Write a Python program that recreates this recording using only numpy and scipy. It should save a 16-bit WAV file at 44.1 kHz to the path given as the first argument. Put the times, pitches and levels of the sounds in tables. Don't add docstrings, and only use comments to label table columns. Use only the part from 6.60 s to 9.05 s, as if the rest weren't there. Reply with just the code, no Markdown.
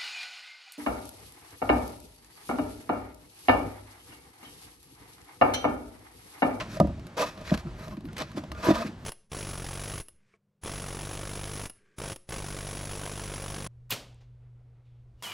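import sys
import numpy as np
from scipy import signal
from scipy.fft import rfft, irfft, next_fast_len
from scipy.io import wavfile
from scipy.ndimage import uniform_filter1d, map_coordinates

SR = 44100
rng = np.random.default_rng(int(sys.argv[2]) if len(sys.argv) > 2 else 0)


def boost_factor(decibels):
    exponent = np.asarray(decibels, float) / 20
    return 10 ** exponent


def transcribe(signal):
    frames = np.atleast_2d(signal).T
    limited = np.clip(frames, -1, 1)
    pcm = np.round(limited * 32767).astype(np.int16)
    wavfile.write(sys.argv[1], SR, pcm)


N = 108045

# f/Hz, level/dB
RUMBLE_SPECTRUM = [(12, -49), (20, -2.5), (60, -1), (87, -1), (114, -0.5), (226, -4), (284, -10.5),
                   (362, -10), (500, -36), (650, -61), (1100, -120)]
# t/s, level/dB
BENCH_LEVEL = [(0, -42), (.5, -44), (1.0, -46), (2.2, -42.5), (2.45, -50)]
# t/s, level/dB
HAND_LEVEL = [(0, -44), (.17, -56.5), (.25, -49), (.53, -55), (.72, -50.5), (1.0, -55), (1.12, -53.5),
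              (1.3, -55), (1.7, -54.5), (1.89, -53.5), (2.28, -49.5), (2.37, -56), (2.45, -52)]
# f/Hz, level/dB
RUSTLE_SPECTRUM = [(300, -8), (640, -8.5), (1500, -15.5), (5000, -26.5), (8800, -35.5), (11800, -43.5),
                   (14000, -51), (16000, -71)]
# t/s, length/s, level/dB
SLEEVE_SWELLS = [
    (1.135, 0.27, -70.5),
    (1.44, 0.042, -68),
    (2.04, 0.034, -49),
    (2.37, 0.1, -78),
]
# t/s, length/s, f/Hz, level/dB
RUBS = [(0.375, 0.03, 640, -47), (0.892, 0.013, 1900, -39), (1.049, 0.052, 338, -40.5),
        (1.056, 0.034, 1320, -51.5), (1.307, 0.049, 1040, -48), (1.48, 0.032, 1414, -53),
        (1.69, 0.035, 994, -54.5), (1.92, 0.075, 1200, -52), (1.947, 0.047, 1420, -49),
        (2.152, 0.095, 227, -32.5), (2.182, 0.054, 674, -32.5), (2.25, 0.053, 320.5, -37.5)]
# t/s, peak level/dB, bright edge level/dB
TICKS = [(0.1997, -20.5, 5), (0.2714, -39, 3), (0.395, -40, 1), (0.4675, -38, 9), (.7761, -35, -6),
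         (.8116, -40, 3), (.85, -39, -6), (.8759, -30, -2), (.9063, -26, -12), (.9398, -21, -5),
         (0.9450, -23.5, 0), (0.9747, -27, 1), (1.1947, -49, 13), (1.234, -44, -5), (1.2807, -35.5, 2.5),
         (1.3106, -41, -10), (1.3688, -37.5, -4), (1.4068, -44, 3), (1.4531, -38.5, -2),
         (1.486, -39.5, -13), (1.5301, -41, 8.5), (1.5671, -29.5, 3), (1.5805, -25, 5), (1.5882, -25, 0.5),
         (1.6016, -22, -4), (1.6118, -23, -13), (1.6196, -23.5, -0.5), (1.716, -39.5, 3), (1.7681, -48, 5),
         (1.838, -38, 0), (1.891, -51, -12), (1.917, -26.5, 2), (1.949, -38, -7), (2.039, -32, -4),
         (2.1036, -25.5, -15), (2.1465, -26, -7), (2.2618, -38, -12)]
# f/Hz, level/dB
SNAP_SPECTRUM = [(530, 10), (900, 9.5), (4150, 3.5), (7230, -7.5), (9880, -9), (12900, -12), (14900, -41),
                 (16000, -62)]
# t/s, peak level/dB, struck region f/Hz
BUMPS = [(0.217, -20.5, 70), (0.864, -40, 68.3), (0.919, -29, 48.5), (1.086, -30.5, 50), (1.032, -36.5, 70),
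         (1.05, -27.5, 150), (1.195, -34, 208), (1.319, -33.5, 200), (1.37, -28, 213), (1.442, -30, 346),
         (1.471, -36, 156), (1.601, -32.5, 186), (1.622, -41.5, 164), (1.694, -43, 165),
         (1.742, -31.5, 191), (1.894, -27, 96), (1.905, -35, 340), (1.966, -33, 105), (2.125, -31.5, 60),
         (2.244, -24, 236), (2.271, -30, 239)]
# t/s, peak level/dB, struck region f/Hz, panel ring level/dB, contact/s
KNOCKS = [(.159, -27.5, 645, 8.5, 0.011), (.2, -13.5, 187, 5.5, 0.0019), (.229, -23.5, 282, -19, 0.0023),
          (.243, -22.5, 220, -3.5, 0.0029), (.272, -27, 140, -6, 0.0018), (.293, -28.5, 182, -3, 0.003),
          (.773, -42.5, 206, 3.5, 0.0024), (.812, -40, 149, -0.5, 0.0028), (.914, -16, 208, -5.5, 0.003),
          (.938, -34, 200, -4, 0.0013), (.975, -41, 161, -23, 0.0019), (1.267, -26.5, 166, 0.5, 0.014),
          (1.772, -26, 312, -1.5, 0.002), (1.836, -40, 200, 3.5, 0.00078), (2.068, -21, 317, -12, 0.002),
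          (2.085, -14.5, 268, -3.5, 0.0012), (2.104, -15.5, 273, 0, 0.0015)]
# f/Hz, level/dB, t60/s
HOLLOW_MODES = [(45, -2.5, 0.4), (70, 2, 0.38), (132.2, -2, 0.13), (160, 7.5, 0.089), (208.2, 5.5, 0.097),
                (229.6, -3.5, 0.091), (296.5, 11, 0.049), (320.5, 3.5, 0.1)]
# f/Hz, level/dB, t60/s
PANEL_MODES = [(486.4, -5, 0.041), (568.4, -1.5, 0.071), (630.3, 3, 0.061), (696, -5.5, 0.08),
               (783, -15, 0.071), (979.7, -2, 0.046), (1071, -7, 0.022), (1226, 1, 0.058),
               (1528, -19.5, 0.06), (1747, -13, 0.22)]
# f/Hz, level/dB, t60/s
FLUTE_MODES = [(1599, -1.5, 0.14), (1874, 6, 0.035), (2290, -3, 0.15), (2550, 9, 0.031), (3327, -6.5, 0.13),
               (3530, 6, 0.02), (4005, -0.5, 0.049), (4220, 6, 0.028), (4790, -2, 0.11), (5340, 4.5, 0.011),
               (6170, -13, 0.087), (6750, 0, 0.034), (7720, 0, 0.018)]
# t/s, rise/s, fall/s, pressure level/dB, panel ring over hiss/dB
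STROKES = [(-.012, 0.021, 0.053, -32.5, -2.5), (0.068, 0.084, 0.1, -48, -1.5),
           (0.159, 0.014, 0.038, -48.5, -15), (0.5666, 0.0028, 0.068, -40.5, 11.5),
           (0.574, 0.046, 0.094, -30, 9), (0.659, 0.0074, 0.18, -43, 1.5), (0.734, 0.089, 0.13, -55, 6),
           (0.838, 0.064, 0.049, -42.5, -3), (.905, 0.046, 0.017, -39.5, 4.5), (.96, 0.035, 0.078, -48, -1),
           (1.039, 0.031, 0.21, -61.5, 10.5), (1.176, 0.016, 0.17, -51.5, 5),
           (1.217, 0.023, 0.31, -54, 3.5), (1.299, 0.025, 0.056, -59, 14.5),
           (1.562, 0.0076, 0.081, -43, -13), (1.581, 0.035, 0.055, -37.5, 3.5),
           (1.63, 0.012, 0.64, -54.5, -12), (1.757, 0.023, 0.05, -45, 8), (1.944, 0.076, 0.21, -48.5, 5.5),
           (2.026, 0.039, 0.072, -34.5, 11.5), (2.068, 0.042, 0.062, -33.5, 7.5),
           (2.131, 0.025, 0.08, -37.5, 10.5), (2.15, .04, 0.15, -45, 5.5), (2.171, 0.05, 0.12, -45.5, 8.5),
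           (2.25, 0.022, 0.07, -48, -18)]
# f/Hz, level/dB
HISS_SPECTRUM = [(700, -17.5), (1700, -6.5), (2600, -12.5), (5500, -14.5), (8800, -28), (11500, -25),
                 (14300, -40), (16000, -49)]
# t/s, brightness/dB
EDGE_BRIGHTNESS = [(0, -16), (.1, 3), (.2, 0), (.5, 1), (.7, -0.5), (1, -1.5), (1.25, -1.5), (1.6, -7.5),
                   (1.8, 0), (2.05, -3), (2.12, -2.5), (2.3, -0.5)]
# f/Hz, t60/s
GARAGE_T60 = [(100, 0.14), (1000, 0.067), (10000, 0.11)]
# f/Hz, side over mid/dB
SIDE_LEVEL = [(40, -21), (150, -27), (350, -19.5), (700, -12), (1400, -3), (5000, -6), (14000, -4)]

RUSTLE_SWAY_DB, RUSTLE_BANDS_DB, LUMPS_DB = 1.8, 0.48, 3.2
SLEEVE_HZ, SLEEVE_WIDTH_HZ = 11550, 1800
RUB_WAVER = 0.016
TICK_T60_S, TICK_RISE_S, TICK_TRIM_DB, TICK_RING_DB = 0.031, 0.00096, -9.5, -4
CRACK_GAIN, CRACK_T60_S = 2, .009
BUMP_CONTACT_S, BUMP_RING_DB = .004, -17.5
REGION_OCT = 0.59
MODE_SCATTER_DB, DETUNE, PHASE_SCATTER_RAD = 2, .01, 0.73
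HOLLOW_LAG = 1.55
SLIPS_PER_S, SLIP_SPREAD_DB, SLIP_S, SMOOTH_SHARE = 1100, 3, .002, 2.1
STUTTER_DB, SLIP_BANDS_DB = .5, 1.5
RISE_POWER, FALL_POWER = 0.81, 3.83
FLUTES_DB, BOOM_DB = -2, -14
PANEL_TOP_HZ, EDGE_HZ = 2250, 5500
ROOM_DB = -17
LEAD_SHARE, LEAD_HZ = .55, 6000
LOW_HZ, TOP_HZ, CEILING = 33.3, 16400, .7


def unit(x):
    return x / np.sqrt(np.mean(x ** 2) + 1e-20)


def along(points, hz):
    f, v = np.transpose(points)
    return np.interp(np.log(hz + 1), np.log(f + 1), v)


def curve(rows):
    s, v = np.transpose(rows)
    return np.interp(np.arange(N) / SR, s, v)


def wobble(rate):
    knots = rng.standard_normal(int(N * rate / SR) + 4)
    return map_coordinates(knots, [np.arange(N) * rate / SR])


def bump_of(s, length):
    t = np.arange(N) / SR
    return np.sin(np.pi * np.clip((t - s) / length, 0, 1))


def filtered(x, response):
    m = next_fast_len(N + SR // 2)
    return irfft(rfft(x, m) * response(np.fft.rfftfreq(m, 1 / SR)), m)[..., :N]


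def above_edge(hz):
    return 1 / (1 + (EDGE_HZ / (hz + 1)) ** 4)


def colour(x, spectrum):
    gain = lambda hz: boost_factor(along(spectrum, hz))
    return filtered(x, gain) / np.sqrt(np.mean(gain(np.linspace(0, SR / 2, num=4000)) ** 2))


def banded(x, depth_db):
    z = signal.stft(x, nperseg=256)[2]
    field = uniform_filter1d(rng.standard_normal(z.shape[1:]), size=2, axis=0)
    field = uniform_filter1d(field, size=26, axis=1)
    return signal.istft(z * boost_factor(depth_db * unit(field)), nperseg=256)[1][:, :N]


def body(x, modes):
    k = np.log(1000) / np.pi

    def response(f):
        total = 0
        for i, (centre, db, t60) in enumerate(modes):
            damping = 1j * f * k / t60
            total = total + (-1) ** i * boost_factor(db) * damping / (centre * centre - f * f + damping)
        return total
    return filtered(x, response)


def ringing(x, modes):
    return body(x, modes) / body(rng.standard_normal(N), modes).std()


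def bench():
    level_db = curve(BENCH_LEVEL) + LUMPS_DB * wobble(16.0)
    return boost_factor(level_db) * colour(rng.standard_normal((2, N)), RUMBLE_SPECTRUM)


def hand():
    level_db = curve(HAND_LEVEL) + RUSTLE_SWAY_DB * wobble(9.27)
    noise = banded(rng.standard_normal((2, N)), RUSTLE_BANDS_DB)
    return boost_factor(level_db) * colour(noise, RUSTLE_SPECTRUM)


def sleeve():
    swell = sum(boost_factor(db) * bump_of(s, length) for s, length, db in SLEEVE_SWELLS)
    band = lambda hz: np.exp(-((hz - SLEEVE_HZ) / SLEEVE_WIDTH_HZ) ** 2)
    return swell * unit(filtered(rng.standard_normal((2, N)), band))


def rubs():
    waver = np.cumsum(1 + RUB_WAVER * wobble(98)) / SR
    return sum(boost_factor(db) * bump_of(s, length) * np.sin(2 * np.pi * hz * waver) for s, length, hz, db in RUBS)


def ticks():
    t = np.arange(SR // 20) / SR
    out = np.zeros((2, 2, N + SR))
    decay = boost_factor(-60 * t / TICK_T60_S) + CRACK_GAIN * boost_factor(-60 * t / CRACK_T60_S)
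    shape = decay * (1 - np.exp(-t / TICK_RISE_S))
    for s, db, edge_db in TICKS:
        burst = boost_factor(db + TICK_TRIM_DB) * shape * rng.standard_normal((2, len(t)))
        out[..., round(s * SR):][..., :len(t)] += burst * boost_factor([0, edge_db])[:, None, None]
    dull, bright = out[..., :N]
    snap = filtered(dull, lambda hz: 1 - above_edge(hz)) + filtered(bright, above_edge)
    return colour(snap, SNAP_SPECTRUM) + boost_factor(TICK_RING_DB) * ringing(snap, PANEL_MODES)


def knocks():
    out, t = np.zeros(N + SR), np.arange(SR // 3) / SR
    blows = KNOCKS + [(*bump, BUMP_RING_DB, BUMP_CONTACT_S) for bump in BUMPS]
    hz, db, t60 = np.transpose(HOLLOW_MODES + PANEL_MODES)
    low = len(HOLLOW_MODES)
    lag = np.where(np.arange(len(hz)) < low, HOLLOW_LAG, 1)[:, None]
    for s, peak_db, region_hz, ring_db, contact_s in blows:
        luck = rng.standard_normal(len(hz))
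        near_db = -6 * (np.log2(hz / region_hz) / REGION_OCT) ** 2
        near_db[low:] = ring_db - 17 * np.log2(hz[low:] / 680) ** 2
        level_db = peak_db + db + near_db + MODE_SCATTER_DB * luck
        pitch_hz = hz * (1 + DETUNE * luck[::-1])
        phase = 2 * np.pi * pitch_hz[:, None] * t + PHASE_SCATTER_RAD * np.roll(luck, 1)[:, None]
        ring = boost_factor(level_db[:, None] - 60 * t / t60[:, None]) * np.sin(phase)
        onset = (1 - np.exp(-t / (max(contact_s, 1e-4) * lag))) ** 2
        out[round(s * SR):][:len(t)] += (ring * onset).sum(0)
    return out[:N]


def slips():
    size_db = SLIP_SPREAD_DB * np.minimum(rng.exponential(size=N), 2)
    hits = (rng.random(N) < SLIPS_PER_S / SR) * boost_factor(size_db)
    grain = np.convolve(hits, np.exp(-np.arange(300) / (SLIP_S * SR)))[:N]
    noise = banded(rng.standard_normal((2, N)), SLIP_BANDS_DB)
    return unit((unit(grain) + SMOOTH_SHARE) * boost_factor(STUTTER_DB * wobble(60.6)) * noise)


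def scrape():
    t, drive = np.arange(N) / SR, np.zeros((2, N))
    for s, rise, fall, db, ring_db in STROKES:
        bite = np.clip((t - s) / rise, 0, 1) ** RISE_POWER
        release = np.clip(1 - (t - s - rise) / fall, 0, 1) ** FALL_POWER
        drive += bite * release * boost_factor([[db], [db + ring_db]])
    hiss_drive, shake_drive = drive
    force = slips()
    shake = filtered(shake_drive * force, lambda hz: 1 / (1 + 1j * hz / PANEL_TOP_HZ) ** 2)
    hiss = colour(hiss_drive * force, HISS_SPECTRUM)
    hiss = hiss + (boost_factor(curve(EDGE_BRIGHTNESS)) - 1) * filtered(hiss, above_edge)
    probe = rng.standard_normal(N)
    flute_gain = probe.std() / body(colour(probe, HISS_SPECTRUM), FLUTE_MODES).std()
    flutes = boost_factor(FLUTES_DB) * flute_gain * body(hiss, FLUTE_MODES)
    boom = boost_factor(BOOM_DB) * ringing(shake, HOLLOW_MODES)
    return hiss + flutes + ringing(shake, PANEL_MODES) + boom


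def smear(x, t60s, length):
    hz, t, z = signal.stft(rng.standard_normal((2, int(length * SR))), SR, nperseg=128)
    tail = signal.istft(z * boost_factor(-60 * t / along(t60s, hz)[:, None]), SR, nperseg=128)[1]
    tail = tail / np.linalg.norm(tail, axis=1)[:, None]
    return signal.fftconvolve(x, tail, axes=1)[:, :N]


def scene():
    box = bench() + hand() + sleeve() + rubs() + ticks() + knocks() + scrape()
    delayed = np.pad(box, ((0, 0), (500, 0)))
    pair = box + boost_factor(ROOM_DB) * smear(delayed, GARAGE_T60, 0.36)
    tied = lambda hz: LEAD_SHARE / (1 + hz / LEAD_HZ)
    spread = lambda hz: -1j * boost_factor(along(SIDE_LEVEL, hz)) * np.sqrt([tied(hz), 1 - tied(hz)])
    side = filtered(pair, spread).sum(0)
    return np.array([pair[0] + side, pair[0] - side]) * boost_factor([[-.1], [.1]])


def low_pass(x):
    return signal.sosfilt(signal.butter(12, 16430, fs=SR, output="sos"), x)


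def record(dry):
    x = filtered(dry, lambda hz: (hz < TOP_HZ) / (1 + (LOW_HZ / (hz + 1)) ** 2))
    mix = x / np.sqrt(np.sqrt(1 + (x / CEILING) ** 4))
    return low_pass(mix)


dry = scene()
out = record(dry)
transcribe(out)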